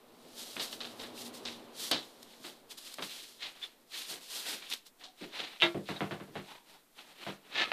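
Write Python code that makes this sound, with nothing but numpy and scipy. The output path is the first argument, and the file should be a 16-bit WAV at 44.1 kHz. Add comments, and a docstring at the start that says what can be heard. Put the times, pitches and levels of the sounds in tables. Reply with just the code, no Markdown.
"""A walk to the front door

A phone is carried through a quiet house, past an appliance whose rush and hum fall off with distance.
Stick-slip friction of cloth, fingers and soles gives rubs, scuffs and squeaks, and steps excite the
wooden floor. At the door a latch-like clack rings in damped modes, a run of wooden knocks and thuds
follows, and a bolt scrapes along its guide."""
import sys
import numpy as np
from scipy import signal
from scipy.io import wavfile
from scipy.ndimage import uniform_filter1d

SR = 44100
rng = np.random.default_rng(int(sys.argv[2]) if len(sys.argv) > 2 else 0)


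def materialize(psi):
    """Save the field psi as 16-bit PCM at rate SR to the path in sys.argv[1].

    A 1-D psi becomes a single channel; in a 2-D psi each row is a channel.
    """
    bounded = np.clip(np.atleast_2d(psi).T, -1, 1)
    quanta = np.round(bounded * 32767).astype(np.int16)
    wavfile.write(sys.argv[1], SR, quanta)


N = 340452


def gain_of(db):
    """Amplitude grows tenfold for every 20 dB."""
    return 10 ** (np.asarray(db) / 20)


def unit_rms(x):
    """Normalisation to unit mean power."""
    return x / np.sqrt(np.mean(x ** 2) + 1e-20)


def add(mix, s, sound):
    """Superposition: a sound joins the mix at s seconds."""
    part = mix[max(round(s * SR), 0):][:len(sound)]
    part += sound[:len(part)]


def colour(x, spectrum, tilt_db=0, size=4096):
    """Minimum-phase filtering at unit energy, with the spectrum tilted by tilt_db per octave."""
    octave = np.log2(abs(np.fft.fftfreq(size, 1 / SR)) + 1)
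    hz, db = np.transpose(spectrum)
    tilt = tilt_db * np.maximum(octave, np.log2(hz[0]))
    log_gain = np.log(gain_of(np.interp(octave, np.log2(hz), db) + tilt))
    taps = np.fft.ifft(np.exp(np.conj(signal.hilbert(log_gain)))).real
    return signal.oaconvolve(x, taps / np.linalg.norm(taps))[:len(x)]


def resonate(x, hz, width_hz):
    """A damped resonator passes a band around its natural frequency at about unit gain."""
    r = np.exp(-np.pi * width_hz / SR)
    return 2 * signal.lfilter([1 - r], [1, -r * np.exp(2j * np.pi * hz / SR)], x).real


def narrowband(n, hz, width_hz):
    """Noise through two equal resonators becomes a wavering tone."""
    return unit_rms(resonate(resonate(rng.standard_normal(n), hz, width_hz), hz, width_hz))


def ring(modes, build_cycles, spread_db=0):
    """Free vibration is a sum of damped modes; the low ones take longer to build."""
    t = np.arange(SR // 3) / SR
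    hz, db, t60 = np.transpose(modes)[:, :, None]
    db = db + spread_db * rng.uniform(-1, 1, hz.shape)
    envelopes = gain_of(db - 60 * t / t60) * (1 - np.exp(-t * hz / build_cycles))
    partials = envelopes * np.sin(2 * np.pi * (hz * t + rng.random(hz.shape)))
    return partials.sum(0) / np.sqrt(np.sum(gain_of(db) ** 2) / 2)


def wander(n, rate_hz):
    """Random modulation of unit rms, interpolated between chance values."""
    knots = rng.standard_normal(int(N / SR * rate_hz) + 2)
    return unit_rms(np.interp(np.arange(n) / SR * rate_hz, np.arange(len(knots)), knots))


def friction(n, slips_per_s, spread_db, hiss):
    """Stick-slip friction: tiny impulses of uneven size over a smooth hiss."""
    size = gain_of(spread_db * np.minimum(rng.exponential(1, n), 4))
    slips = size * rng.choice([-1, 1], n) * (rng.random(n) < slips_per_s / SR)
    return unit_rms(unit_rms(slips) + hiss * rng.standard_normal(n))


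def stroke(peak_s, length, rise_share=.37):
    """A sliding movement swells and fades: returns its start time and a one-second envelope."""
    t = np.arange(SR) / SR - .4
    rise = (abs(t) / (length * rise_share)) ** 1.7
    fall = (abs(t) / (length * (1 - rise_share))) ** 1.6
    return peak_s + t[0], np.exp(-np.where(t < 0, rise, fall) / 2)


# Spectrum of the quiet house. Each row: frequency in Hz, relative density in dB.
AIR_SPECTRUM = [(15, 12), (45, -20), (80, -21), (150, -4.5), (300, 1), (550, -5), (1000, -6.5), (2000, -9),
                (4000, -17), (14000, -11.5)]

def still_air(level_db=-67):
    """Stationary noise forms the ambient floor of the house."""
    return gain_of(level_db) * colour(rng.standard_normal(N), AIR_SPECTRUM)


# Spectrum of the fan-like rush. Each row: frequency in Hz, relative density in dB.
RUSH_SPECTRUM = [(40, -38), (80, -37), (105, -10), (170, -12.5), (240, -3.5), (420, -2), (700, -6),
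                 (1100, -10.5), (1700, -19), (4000, -17.5), (8000, -47), (14000, -43)]

def appliance(nearest_s=1.225, nearest_m=.56, nearest_db=-51.5, walk_m_per_s=.94, db_per_doubling=-8.5):
    """Level falls with distance as the walker passes; the hum falls faster than the rush."""
    distance = np.hypot(nearest_m, walk_m_per_s * (np.arange(N) / SR - nearest_s))
    gain = gain_of(nearest_db + db_per_doubling * np.log2(distance / nearest_m))
    hum = gain_of(-5) * (gain / gain.max()) ** .6 * narrowband(N, hz=239, width_hz=12)
    rush = colour(rng.standard_normal(N), RUSH_SPECTRUM)
    return gain * (rush + hum)


# Spectrum of rubbing at the phone. Each row: frequency in Hz, relative density in dB.
RUB_SPECTRUM = [(60, -32.5), (120, -31), (230, -8), (350, -5.5), (700, -9.5), (1500, -8.5), (2400, -8),
                (3200, 1), (4100, 2.5), (5000, -0.5), (6300, -4.5), (8700, -5), (11500, -7.5),
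                (14500, -10.5)]
# Strokes of cloth. Each row: peak time in seconds, relative level in dB, length in seconds.
RUBS = [(.25, -63, 0.41), (.404, -47, .07), (.527, -52, 0.29), (.632, -41.5, 0.04), (.728, -48, 0.031),
        (.864, -58, 0.1), (1.014, -55.5, 0.092), (1.198, -48, 0.071), (1.262, -50, 0.032),
        (1.356, -49, 0.033), (1.473, -61.5, 0.19), (1.831, -41.5, 0.097), (2.02, -59, .1), (2.25, -65, .35),
        (2.459, -53.5, 0.073), (2.712, -49, .021), (2.782, -46.5, 0.015), (2.86, -52.5, 0.16),
        (3.039, -46.5, 0.041), (3.147, -51.5, 0.19), (3.988, -46, 0.1), (4.11, -44, 0.059),
        (4.233, -54, .047), (4.355, -42, 0.1), (4.495, -40, 0.069), (4.67, -62, .1), (4.723, -43.5, 0.042),
        (4.867, -56.5, 0.021), (5.7, -63, 0.17), (6.02, -60.5, 0.24)]

def cloth(rest_db=-80):
    """Fibres stick and slip close to the microphone, so the sound is direct, bright and dry."""
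    # Every scuff (see SCUFFS) drags cloth along, more of it when the scuff is loud.
    drags = [(s, -61 + .41 * (db + 48), length + .026) for s, db, length, _ in SCUFFS]
    power = np.full(N, gain_of(rest_db) ** 2)
    for s, db, length in list(RUBS) + drags:
        start, swell = stroke(s, length)
        add(power, start, (gain_of(db) * swell) ** 2)  # incoherent sources add in power
    envelope = np.sqrt(power) * gain_of(2.5 + wander(N, rate_hz=55))
    return colour(envelope * friction(N, slips_per_s=5000, spread_db=4.5, hiss=1.36), RUB_SPECTRUM)


def blow(spectrum, t60, rise_s, direct, early_db, tilt_db=0, hiss=3):
    """An impulse response: one direct pulse, then crackles and reflections that build and decay."""
    t = np.arange(SR // 3) / SR
    grit = friction(SR // 2, slips_per_s=1200, spread_db=3.5, hiss=hiss)
    echoes = colour(grit, spectrum, tilt_db)[-len(t):]
    echoes /= np.sqrt(uniform_filter1d(echoes ** 2, size=1100) + 1e-12)  # level out before the decay
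    envelope = (1 - np.exp(-t / rise_s)) * gain_of(-60 * t / t60 + early_db * np.exp(-t / .015))
    pulse = colour(1. * (t == 0), spectrum, tilt_db)
    return direct * pulse + echoes * envelope


# Hollow modes of door and hallway. Each row: frequency in Hz, relative level in dB, T60 in seconds.
BOOM_MODES = [(84, -11, .18), (101, -6, .2), (119, -4.5, .24), (151.9, 3, 0.23), (196, 2, 0.3),
              (293, -4.5, .2), (355.4, -3, 0.3), (440, -6.5, .3), (580, -10, .27), (686, -4, 0.14),
              (1100, -15, 0.15)]
# Low, middle and high noise of an impact. Each row: frequency in Hz, relative density in dB.
THUD_SPECTRUM = [(40, -44), (85, -28.5), (140, -11), (220, -2), (310, 3), (460, -4.5), (600, -9),
                 (900, -20), (2000, -49), (6000, -69)]
WOOD_SPECTRUM = [(100, -48.5), (300, -13), (500, -0.5), (690, 4.5), (880, 0.5), (1150, -0.5), (1700, -2.5),
                 (2400, -5.5), (3500, -10), (6000, -51.5), (14000, -37.5)]
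SNAP_SPECTRUM = [(50, -85), (200, -43), (900, -14.5), (1700, -6), (2400, -6), (3000, 0.5), (4000, 3),
                 (4800, -5.5), (6500, -17), (9000, -24.5), (14000, -65)]

def impacts(rows, boom_db, thud_db, wood_db, snap_db):
    """Harder contact excites higher frequencies, trading thud for wood and snap over a modal boom."""
    out = np.zeros(N)
    for s, level_db, hard_db, t60, tilt_db in rows:
        boom = gain_of(boom_db) * ring(BOOM_MODES, build_cycles=2.1, spread_db=1.2)
        thud = blow(THUD_SPECTRUM, t60, rise_s=.018, direct=.33, early_db=7)
        wood = blow(WOOD_SPECTRUM, t60, rise_s=.00087, direct=10.3, early_db=-3.5)
        snap = blow(SNAP_SPECTRUM, t60, rise_s=.0014, direct=6.7, early_db=1.5, tilt_db=tilt_db, hiss=.62)
        thud *= gain_of(thud_db - .47 * hard_db)
        wood *= gain_of(wood_db + hard_db)
        snap *= gain_of(snap_db + 1.8 * hard_db)
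        add(out, s, gain_of(level_db) * (boom + thud + wood + snap))
    return out


# Bumps of hand and arm. Each row: start in seconds, relative level in dB, hardness in dB,
# T60 in seconds, tilt of the snap in dB per octave.
BUMPS = [(.245, -51, -1.5, .16, -5), (2.395, -57, -5, 0.19, 3), (4.108, -55, 0, .13, 3),
         (4.52, -49.5, 0, 0.26, 0), (5.21, -41.5, -2, 0.29, 5)]

def bumps():
    """Padded contact passes mostly low frequencies: nearly all thud."""
    return impacts(BUMPS, boom_db=-18, thud_db=2, wood_db=-14, snap_db=-10)


# Modes of the floor. Each row: frequency in Hz, relative level in dB, T60 in seconds.
FLOOR_MODES = [(54, -0.5, 0.18), (78.5, 0.5, 0.16), (95, 0, 0.18)]
# Footfalls that flex it. Each row: start in seconds, relative level in dB.
FOOTFALLS = [(.55, -64), (1.001, -55), (1.461, -56.5), (1.92, -51)]

def footfalls():
    """A sudden load, the walker's weight, sets the floor swaying in its low modes."""
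    out = np.zeros(N)
    for s, db in FOOTFALLS:
        add(out, s, gain_of(db + 1) * ring(FLOOR_MODES, build_cycles=1.1))
    return out


# Heel and toe strikes. Each row: start in seconds, relative level in dB, hardness in dB,
# T60 in seconds, tilt of the snap in dB per octave.
STEPS = [(.566, -45.5, -2, .23, -6), (.596, -48, 3, 0.3, 3), (.7275, -51, 1.5, 0.11, 5),
         (.805, -54, 4, 0.22, 1.5), (.846, -52, 0.5, 0.27, -0.5), (.995, -51, -0.5, 0.31, 3),
         (1.035, -52, -0.5, 0.2, -4), (1.454, -50, 2, 0.29, 5), (1.9127, -35.5, 1, .26, 2.5),
         (2.442, -50.5, -1.5, .32, -1), (2.985, -44.5, -3, 0.22, -10), (3.0232, -43, -0.5, 0.13, -2),
         (5.038, -62.5, 5, 0.22, 6), (5.405, -54.5, -1, .3, -1)]

def steps():
    """Brief contact of shoe on wood excites a wide band: a bright snap and little boom."""
    return impacts(STEPS, boom_db=-11, thud_db=2.5, wood_db=3, snap_db=7)


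# Small hard contacts close by. Each row: start in seconds, envelope peak in dB, frequency in Hz.
CLICKS = [(.568, -30, 2550), (.598, -31, 3200), (.7295, -31, 3340), (0.813, -27, 4200), (0.8454, -32, 3020),
          (1.178, -39, 2600), (1.453, -30, 5200), (1.486, -35, 2400), (2.9415, -38, 7550),
          (3.023, -32, 3180), (4.727, -24, 3500), (4.736, -23.5, 4500), (4.738, -24, 3300),
          (5.602, -27, 3020), (5.6082, -24, 3260), (5.615, -21.5, 3030), (5.6216, -8.5, 2910),
          (6.007, -33, 1920), (7.7173, -18, 2760)]

def clicks():
    """Heavy damping leaves each contact a dry wavelet of a few cycles."""
    t, out = np.arange(SR // 100) / SR, np.zeros(N)
    for s, db, hz in CLICKS:
        cycles = t * hz
        add(out, s, gain_of(db) * cycles * np.exp(1 - cycles) * np.sin(2 * np.pi * cycles))
    return out


def room(x, t60, wet_db):
    """Reverberation: sparse reflections follow the direct sound and decay exponentially."""
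    t = np.arange(SR // 2) / SR
    arrivals = rng.choice([-1, 1], len(t)) * (rng.random(len(t)) < .06) * (t > .003)
    taps = arrivals * gain_of(-60 * t / t60)
    return x + gain_of(wet_db) * signal.oaconvolve(x, taps / np.linalg.norm(taps))[:N]


# Spectrum of a scrape. Each row: frequency in Hz, relative density in dB.
SCRAPE_SPECTRUM = [(60, -56.5), (120, -22), (200, -12.5), (330, -5.5), (500, -6.5), (750, -2.5), (1100, -5),
                   (1700, -1.5), (2400, 1.5), (3200, 2.5), (4000, 3), (5000, -9), (6500, -16.5),
                   (14000, -45)]
# Scuffs of soles and sleeves. Each row: peak time in seconds, relative level in dB,
# length in seconds, tilt in dB per octave.
SCUFFS = [(1.487, -46.5, 0.062, 7), (2.32, -58, .05, 3), (2.712, -50, .018, 3), (2.87, -57, .1, 2),
          (3.13, -49, 0.12, 4.5), (3.439, -41, 0.046, 2), (3.468, -48.5, 0.046, -3),
          (3.58, -58.5, 0.13, -1.5), (3.635, -44, 0.028, 2), (3.943, -40.5, .036, 3.5),
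          (4.01, -47, .075, 3), (4.13, -50.5, 0.078, -4.5), (4.351, -51.5, 0.11, 0),
          (4.485, -41.5, 0.082, 0), (4.643, -51.5, 0.1, -0.5), (4.724, -35.5, 0.018, 2.5),
          (5.022, -56.5, .036, -1.5), (5.223, -50.5, 0.063, -1), (5.385, -39.5, 0.083, -0.5),
          (5.516, -51.5, 0.082, -1.5), (5.638, -29, 0.033, -3), (5.897, -44, 0.049, 3),
          (6.372, -47, 0.041, -6), (6.5, -52, 0.079, -3), (6.712, -58, 0.073, -4),
          (6.992, -51.5, 0.044, -2), (7.087, -59, 0.091, -4), (7.228, -50.5, 0.082, -2.5),
          (7.29, -44, 0.037, -5.5), (7.6, -48.5, 0.2, -4)]

def scuffs():
    """Sliding friction further from the microphone arrives duller and with some reverberation."""
    out = np.zeros(N)
    for s, db, length, tilt_db in SCUFFS:
        start, swell = stroke(s, length)
        grit = friction(SR, slips_per_s=3000, spread_db=2.5, hiss=1)
        grit *= gain_of(1.9 * wander(SR, rate_hz=110))
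        add(out, start, gain_of(db) * colour(swell * grit, SCRAPE_SPECTRUM, tilt_db))
    return room(out, t60=.37, wet_db=-15.5)


# Flicks of a finger on the case. Each row: peak time in seconds, level in dB.
FLICKS = [(1.915, -26), (2.23, -45.5), (2.942, -40), (4.702, -40), (4.738, -34.5), (4.868, -51.5)]

def flicks(length_s=.0036):
    """Friction lasting a few milliseconds gives a broadband burst."""
    bursts = np.zeros(N)
    for s, db in FLICKS:
        start, swell = stroke(s, length_s)
        add(bursts, start, gain_of(db) * swell * rng.standard_normal(SR))
    return colour(bursts, RUB_SPECTRUM)


# Squeaks of things rubbed together. Each row: peak time in seconds, level in dB, length in seconds,
# frequency in Hz, resonator bandwidth in Hz.
SQUEAKS = [(1.956, -41, 0.051, 3830, 600), (3.635, -40.5, 0.023, 3470, 300), (5.054, -63, 0.079, 735, 60),
           (5.967, -42, .01, 3850, 350), (6.518, -56.5, 0.085, 920, 240), (6.745, -64, 0.047, 870, 242),
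           (7.66, -47, 0.023, 1306, 75)]

def squeaks():
    """Resonance gathers friction noise into one narrow band."""
    out = np.zeros(N)
    for s, db, length, hz, width_hz in SQUEAKS:
        start, swell = stroke(s, length)
        add(out, start, gain_of(db) * swell * narrowband(SR, hz, width_hz))
    return out


# Knocks and thumps at the door. Each row: start in seconds, relative level in dB, hardness in dB,
# T60 in seconds, tilt of the snap in dB per octave.
KNOCKS = [(5.6212, -41.5, 11, 0.2, -2.5), (5.746, -35.5, -10, .23, -2), (5.889, -38.5, 0.5, .25, 0),
          (5.961, -58, 10.5, .2, -2), (6.007, -33.5, 0.5, 0.23, -7.5), (6.11, -39.5, 2, 0.23, -0.5),
          (6.201, -46, -1.5, .22, -4), (6.278, -53.5, -6, 0.33, -2), (6.355, -42.5, 1, .24, -3),
          (7.266, -43, 3, .26, 1), (7.7175, -38.5, 11, .25, -6)]

def door():
    """Impacts excite the low modes of door and hallway: hollow, with a dull snap."""
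    return impacts(KNOCKS, boom_db=4, thud_db=1, wood_db=.9, snap_db=-14.5)


# Modes of latch and door panel. Each row: frequency in Hz, relative level in dB, T60 in seconds.
LATCH_MODES = [(342, 4, 0.26), (640, -0.5, 0.19), (1130, -17, 0.28), (1207, -9, .15), (1364, -8, 0.22),
               (1668, -3, 0.13), (1990, 2, 0.11), (2148, -1.5, 0.17), (2350, -3, .15), (2710, 3.5, .11),
               (2960, -3, 0.13), (3200, 1, 0.12), (3370, 0, 0.097), (3536, 0, 0.12), (3691, 0.5, 0.13),
               (3835, 1.5, 0.1)]

def latch(start_s=5.623, level_db=-14.5):
    """Metal and panel vibrate freely after the loudest clack."""
    out = np.zeros(N)
    add(out, start_s, gain_of(level_db) * ring(LATCH_MODES, build_cycles=10.4))
    return out


# Envelope of the sliding bolt. Each row: time in seconds, relative level in dB.
BOLT_ENVELOPE = [(7.5, -66), (7.53, -45.5), (7.56, -34.5), (7.59, -31), (7.62, -27), (7.635, -29.5),
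                 (7.65, -38.5), (7.68, -50.5), (7.72, -51)]
# Resonances of its metal guide. Each row: frequency in Hz, bandwidth in Hz, relative gain in dB.
GUIDE_MODES = [(1300, 22, 3), (1740, 41, 8.5), (2125, 31, 3), (2600, 75, 1), (2900, 41, -7), (3140, 49, -9),
               (3400, 29, -13), (3700, 39, -19)]

def bolt():
    """Forced vibration: slips of metal on metal drive the resonances of the guide."""
    t = np.arange(N) / SR
    times, levels_db = np.transpose(BOLT_ENVELOPE)
    envelope = gain_of(np.interp(t, times, levels_db)) * (t > times[0])
    slips = friction(N, slips_per_s=1100, spread_db=-2, hiss=.75)
    scrape = envelope * colour(slips, SCRAPE_SPECTRUM, tilt_db=-1)
    ringing = sum(gain_of(db) * resonate(scrape, hz, width_hz) for hz, width_hz, db in GUIDE_MODES)
    return gain_of(-2.5) * scrape + gain_of(.5) * ringing


def scene():
    """Sound pressures add at one microphone, which feeds both channels."""
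    mono = still_air() + appliance() + cloth() + bumps() + footfalls() + steps() + clicks()
    mono += scuffs() + flicks() + squeaks() + door() + latch() + bolt()
    return np.array([mono, mono])


def record(dry):
    """The phone's band limit is a steep low-pass filter at 14750 Hz."""
    taps = signal.firwin(511, 14750, window=("kaiser", 9), fs=SR)
    return signal.oaconvolve(dry, taps[None], "same")


dry = scene()
out = record(dry)
materialize(out)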